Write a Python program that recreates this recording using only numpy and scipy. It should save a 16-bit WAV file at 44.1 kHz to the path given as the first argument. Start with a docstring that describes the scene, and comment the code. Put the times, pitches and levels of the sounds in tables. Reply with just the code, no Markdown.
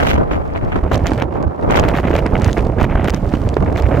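"""Strong gusts hit a small stereo microphone on an open, snowy mountainside.
A flurry opens, tearing across the two ports with a rasp; head-on eddies rumble and buffet, then ease.
From 0.8 s the wind builds, mostly on the right; single eddies thump and slap harder.
From 1.7 to 3.1 s flurries crowd in and blown ice grains crackle on the housing over a thin hiss.
Rumble and buffeting peak at the end, at 4 s."""
import sys
import numpy as np
from scipy import signal
from scipy.fft import rfft, irfft
from scipy.io import wavfile
from scipy.ndimage import uniform_filter1d

SR = 44100
rng = np.random.default_rng(int(sys.argv[2]) if len(sys.argv) > 2 else 0)


def generate_wav(sig):
    """Save sig (samples, or channels by samples) to the path in sys.argv[1] as 16-bit PCM at SR."""
    pcm = np.round(np.clip(np.atleast_2d(sig).T, -1, 1) * 32767).astype(np.int16)
    wavfile.write(sys.argv[1], SR, pcm)


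N = 176400
TIME_S = np.arange(N) / SR
BIN_HZ = np.arange(N // 2 + 1) * SR / N

# floor between flurries: (time [s], rasp level [dB], hiss level [dB])
FLOOR_LEVELS = [(0, -22, -33), (.19, -47, -56.5), (.5, -46.5, -52), (.88, -39, -51.5), (1.15, -34.5, -41.5),
                (1.26, -59, -60), (1.35, -37, -55), (1.49, -58, -60), (1.6, -50, -55), (1.85, -35, -42.5),
                (2.3, -39.5, -47), (2.55, -46, -38.5), (2.72, -42.5, -50.5), (3.4, -42, -43.5),
                (3.65, -40.5, -48.5), (4, -38, -41)]
# head-on, each port gets its own eddies: (time [s], leftward bias [dB], unshared noise gain [dB])
WIND_DIRECTION = [(0, -0.5, 9), (.75, 0, 9), (.85, -5, -3), (1.2, -5, -3.5), (1.4, -3, 6), (1.75, -1.5, 7),
                  (1.9, -4, -3.5), (2.4, -5.5, -8.5), (3.3, -6, -10), (3.65, -3.5, 0.5), (4, -6, -11.5)]


def from_db(db):
    """Decibels to gain."""
    return 10 ** (np.asarray(db) / 20)


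def unit_rms(x):
    """Scale to rms 1."""
    return x / np.sqrt(np.mean(x ** 2) + 1e-20)


def per_sample(rows):
    """Each column of a time table at every sample."""
    times_s, *columns = np.transpose(rows)
    return [np.interp(TIME_S, times_s, column) for column in columns]


def per_bin(rows):
    """A frequency table at every FFT bin, interpolated in log frequency."""
    hz, value = np.transpose(rows)
    return np.interp(np.log(BIN_HZ + 1e-3), np.log(hz), value)


def colour(x, spectrum):
    """Apply a spectrum; rms 1."""
    return unit_rms(irfft(rfft(x) * from_db(per_bin(spectrum)), N))


def band(x, low_hz, high_hz):
    """Gentle band-pass."""
    return signal.sosfilt(signal.butter(2, [low_hz, high_hz], "band", fs=SR, output="sos"), x + 1e-18)


def pan(side_db):
    """Port gains, mean 1, for a left-minus-right (L-R) level."""
    gains = from_db(np.array([[.5], [-.5]]) * side_db)
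    return gains / gains.mean(axis=0)


def fluctuation(width_hz, centre_hz=0):
    """Noise around a centre frequency; rms 1."""
    spectrum = rfft(rng.standard_normal(N)) / (1 + ((BIN_HZ - centre_hz) / width_hz) ** 2)
    return unit_rms(irfft(spectrum, N))


def flutter(corner_hz):
    """Low-passed noise, soft-limited to +-2."""
    return 2 * np.tanh(fluctuation(corner_hz) / 2)


def steady(x, span_s):
    """Even out swells longer than the span; one gain for both ports."""
    power = uniform_filter1d(np.mean(x, axis=0) ** 2, int(span_s * SR))
    return x / np.sqrt(power + 1e-9)


def bursts(rows, rise_s):
    """Stereo envelope of short blows that swell and decay."""
    out = np.zeros((2, N))
    for start_s, db, side_db in rows:
        during = slice(int(start_s * SR), int((start_s + 20 * rise_s) * SR))
        age = np.maximum(TIME_S[during] - start_s, 0) / rise_s
        out[:, during] += pan(side_db) * from_db(db) * age * np.exp(1 - age)
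    return out


def port_noise(base_correlation):
    """Noise at the two ports; wind direction widens or narrows it."""
    mid, side = rfft(rng.standard_normal((2, N)))
    shared = irfft(np.sqrt((1 + base_correlation) / 2) * mid, N)
    unshared = irfft(np.sqrt((1 - base_correlation) / 2) * side, N)
    return shared + unshared * from_db(per_sample(WIND_DIRECTION)[1]) * [[1], [-1]]


def across_ports(x, lag_s=0.00014):
    """Eddies reach the right port after the left."""
    return np.array([x[0], np.interp(TIME_S - lag_s, TIME_S, x[1])])


def ice():
    """Large grains crack on the housing; small ones patter over the hiss of drifting snow."""
    # large grains: (time [s], level [dB], L-R [dB])
    impacts = [(.0615, -35, -12), (.1015, -25.5, -19), (.142, -28, -10), (.5365, -40, -2), (.575, -39, -13),
               (.9445, -18.5, -31), (.957, -20, -19), (.978, -26.5, -1), (1.069, -17, -21),
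               (1.1345, -19, 0), (1.178, -29, -19), (1.223, -18.5, 4), (1.427, -29.5, -2),
               (1.71, -22.5, -20), (1.7595, -17, -20), (1.7965, -11.5, 4), (1.889, -16.5, 6),
               (2.164, -19, 17), (2.2645, -22.5, 7), (2.4195, -19, -6), (2.445, -11.5, 4.5),
               (2.479, -18.5, 2), (2.53, -13.5, 2), (2.594, -34, 4), (2.83, -21, -1), (3.044, -18, 3),
               (3.097, -15, 6), (3.1035, -10, -5), (3.1455, -16, 28), (3.49, -20, 0), (3.542, -25, 1),
               (3.772, -25.5, -14), (3.785, -28, 19), (3.8225, -22, 10)]
    # (frequency [Hz], level [dB])
    hiss_spectrum = [(500, -5), (3000, 4), (5000, 1), (7000, -2), (9000, -6), (12000, -7.5), (16000, -8)]
    grains_per_s, grain_spread_db = 80, 4
    strikes = steady(port_noise(.65), span_s=.001) * bursts(impacts, rise_s=0.00027)
    cracks = 2 * from_db(-3.5) * (band(strikes, 1370, 6230) + from_db(-20) * strikes)
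    hits = rng.random(N) < grains_per_s / SR
    strength = from_db(grain_spread_db * np.minimum(rng.exponential(1, N), 3))
    grains = unit_rms(band(hits * strength * pan(4 * rng.standard_normal(N)), 1000, 5200))
    hiss = colour(rng.standard_normal((2, N)), hiss_spectrum)
    drifting = from_db(per_sample(FLOOR_LEVELS)[1])
    return cracks + drifting * (from_db(-8) * grains + from_db(-7.5) * hiss)


def flurries(churn):
    """Fast air tears at the ports in a sputtering rasp; snow spray swells with it and trails off."""
    # (start [s], length [s], rasp level [dB], spray offset [dB])
    events = [(0, 0.12, -28.5, -10.5), (0.103, 0.077, -34.5, -20), (0.296, 0.059, -35, -16),
              (0.548, 0.028, -33.5, -27), (0.702, 0.073, -36.5, -23), (0.91, 0.044, -26, -12),
              (1.055, 0.021, -26, -8), (1.174, 0.033, -32.5, -17), (1.207, 0.017, -24, -19.5),
              (1.689, 0.054, -27.5, -17.5), (1.74, 0.056, -23.5, -14), (1.826, 0.042, -26.5, -20),
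              (1.883, 0.0074, -17, -20), (1.934, 0.057, -25.5, -15), (2.028, 0.094, -30.5, -21),
              (2.125, 0.064, -24.5, -16.5), (2.256, 0.015, -27, -47), (2.351, 0.012, -24.5, -26),
              (2.405, 0.095, -31, -15.5), (2.566, 0.035, -28, -26), (2.782, 0.064, -26, -16.5),
              (2.892, 0.034, -31, -27), (2.939, 0.086, -30, -44), (3.038, 0.021, -27.5, -20),
              (3.073, 0.011, -19.5, -13.5), (3.119, 0.047, -35.5, -9.5), (3.318, 0.043, -39, -9),
              (3.657, 0.02, -31.5, -30), (3.758, 0.034, -30, -7.5), (3.824, 0.048, -34.5, -20),
              (3.906, 0.11, -32, -28)]
    # (frequency [Hz], level [dB])
    rasp_spectrum = [(200, -15), (600, 12.5), (1000, 6.5), (1500, 5.5), (2200, 2), (3000, -7.5),
                     (4200, -25), (7000, -60), (12000, -42)]
    spray_spectrum = [(1000, 1), (3000, 11.5), (5000, -3), (6800, -3.5), (8200, -12.5), (11000, -13),
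                      (13000, -6.5), (16000, -16)]
    # (frequency [Hz], base correlation [-])
    port_likeness = [(800, .45), (2200, .55), (5000, .4), (9000, 0)]
    attack_s, rasp_release_s, spray_release_s = 0.0029, 0.0083, 0.0088
    floor_trim_db, rasp_trim_db, spray_trim_db = 1.5, 4, 6.5
    rasp_gain = from_db(per_sample(FLOOR_LEVELS)[0] + floor_trim_db)
    spray_gain = np.zeros(N)
    for start_s, length_s, db, offset_db in events:
        age_s = np.maximum(TIME_S - start_s, 0)
        after_s = np.clip(TIME_S - start_s - length_s, 0, .5)
        rasp_shape = np.minimum(age_s / attack_s, 1) * np.exp(-after_s / rasp_release_s)
        spray_shape = np.minimum(2 * age_s / length_s, 1) * np.exp(-after_s / spray_release_s)
        rasp_gain = np.maximum(rasp_gain, rasp_shape * from_db(db + rasp_trim_db))
        spray_gain += spray_shape * from_db(db + offset_db + spray_trim_db)
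    correlation = per_bin(port_likeness)
    air = port_noise(correlation) * from_db(4.7 * churn + 7.8 * flutter(corner_hz=513))
    snow = port_noise(correlation) * from_db(6.9 * churn + 4.2 * flutter(corner_hz=600))
    rasp = rasp_gain * steady(colour(air, rasp_spectrum), span_s=0.039)
    spray = spray_gain * steady(colour(snow, spray_spectrum), span_s=0.042)
    return (rasp + spray) * pan(-0.99)


def slaps():
    """A small eddy bursts on a port: a dull pop, suction first, and a puff of air."""
    # (time [s], level [dB], L-R [dB])
    eddies = [(0.232, -14.5, 3), (.335, -12, -4), (.76, -7.5, -2), (0.914, -7, 16), (1.073, -22, 0),
              (1.117, -3, -7), (1.222, -5, -13), (1.625, -10.5, -2), (1.698, -9, -18), (1.777, -5, 7),
              (1.942, -4, -2), (2.051, -5, 1), (2.104, -4, -1), (2.138, -3, 0), (2.261, -5.5, -4),
              (2.398, -12, -6), (2.579, -5, -7), (2.655, -24, -1), (2.783, -6, -7), (2.817, -1.5, -17),
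              (2.952, -4.5, -3), (3.048, -11, -2), (3.082, -5.5, -4), (3.337, 0.5, -8), (3.567, -0.5, -8),
              (3.624, -10, -8)]
    rise_s, median_hz = 0.0014, 288
    pops = np.zeros((2, N))
    for eddy, octaves in zip(eddies, rng.random(len(eddies)) - .5):
        age_s = TIME_S - eddy[0]
        pops -= bursts([eddy], rise_s) * np.sin(2 * np.pi * median_hz * 2 ** octaves * age_s)
    puffs = steady(band(port_noise(.7), 397, 1140), span_s=.008) * bursts(eddies, rise_s)
    return across_ports(from_db(-2) * pops + from_db(-12) * puffs)


def thumps():
    """A large eddy pushes and pulls the diaphragms once or twice, out of step in head-on wind."""
    # (centre time [s], level [dB], L-R [dB])
    eddies = [(0.148, -16, 19), (0.354, -8, 4), (.772, -7, -3), (.835, -5.5, -4), (1.035, -5.5, -2),
              (1.469, -4, -5), (2.036, -7.5, -5), (2.438, -2.5, -6), (2.477, -3.5, -7), (2.6, -11, -11),
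              (2.829, -2.5, -11), (2.959, -1, -1), (3.467, -5.5, -5), (3.847, 1, -10), (3.874, -1.5, -6)]
    median_hz, width_s, base_lag_s, trim_db = 69, 0.0086, 0.00058, -3
    lag_s = base_lag_s * from_db(per_sample(WIND_DIRECTION)[1]) * np.array([[-.5], [.5]])
    out = np.zeros((2, N))
    for (centre_s, db, side_db), (pitch, phase) in zip(eddies, rng.random((len(eddies), 2))):
        near = np.abs(TIME_S - centre_s) < 4 * width_s
        age_s = TIME_S[near] - centre_s - lag_s[:, near]
        swing = np.sin(2 * np.pi * (median_hz * 2 ** (pitch - .5) * age_s + phase))
        out[:, near] += pan(side_db) * from_db(db + trim_db) * swing * np.exp(-(age_s / width_s) ** 2)
    return out


def rumble_and_buffeting(churn):
    """Turbulent pressure at the ports; it surges as eddies roll past, more deeply in strong wind."""
    # (time [s], rumble level [dB], buffeting level [dB])
    pressure = [(0.0, -21.5, -23.5), (0.17, -16.5, -25), (0.21, -23, -25), (0.37, -21, -26),
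                (0.44, -26.5, -32.5), (1.07, -15.5, -21.5), (1.16, -20.5, -27), (1.43, -25, -24),
                (1.48, -15.5, -28), (1.53, -38, -28.5), (1.61, -28.5, -28.5), (1.66, -19, -21.5),
                (1.92, -17, -20), (3.07, -16.5, -24), (3.21, -18.5, -27), (3.82, -16.5, -21.5),
                (3.84, -20.5, -21.5), (4.0, -11, -17)]
    # (frequency [Hz], level [dB])
    rumble_spectrum = [(8, -41), (20, -10), (32, -2), (50, -3.5), (72, 1.5), (110, -5), (170, -8.5),
                       (300, -14.5), (800, -61), (2000, -100)]
    buffet_spectrum = [(60, -30), (150, -0.5), (220, -5), (300, 1), (430, -0.5), (600, -2), (800, -6),
                       (1250, -14.5), (1650, -26), (3000, -47), (8000, -62)]
    # (frequency [Hz], base correlation [-])
    port_likeness = [(50, 0.62), (120, 0.91), (250, 0.59), (500, 0.5), (1000, 0.04)]
    calm_db, storm_db, storm_surge_db = -50.5, -18, 2.6
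    rumble_db, buffet_db = per_sample(pressure)
    bias_db = per_sample(WIND_DIRECTION)[0]
    correlation = per_bin(port_likeness)
    rumble = colour(port_noise(correlation) * from_db(1.57 * churn), rumble_spectrum)
    rumble = steady(rumble, span_s=0.0686) * from_db(rumble_db - 0.5)
    buffet = colour(port_noise(correlation) * from_db(3.2 * churn), buffet_spectrum)
    buffet = steady(buffet, span_s=0.048) * from_db(buffet_db)
    wind = rumble * pan(0.78 * bias_db) + across_ports(buffet) * pan(1.4 * bias_db)
    depth_db = np.interp(buffet_db, [calm_db, storm_db], [0, storm_surge_db])
    surge = np.clip(fluctuation(width_hz=5, centre_hz=7.5), -2, 2)
    return wind * from_db(depth_db * surge)


def scene():
    """One fast churn of the air roughens rumble, buffeting, rasp and spray together."""
    churn = flutter(corner_hz=79.5)
    return rumble_and_buffeting(churn) + thumps() + slaps() + flurries(churn) + ice()


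def record(dry):
    """Soft-clip the highest peaks, then cut the top."""
    cutoff_hz = 16200
    rounded = dry / (1 + dry ** 6) ** (1 / 6)
    return signal.sosfilt(signal.ellip(10, .1, 80, cutoff_hz, fs=SR, output="sos"), rounded)


dry = scene()
out = record(dry)
generate_wav(out)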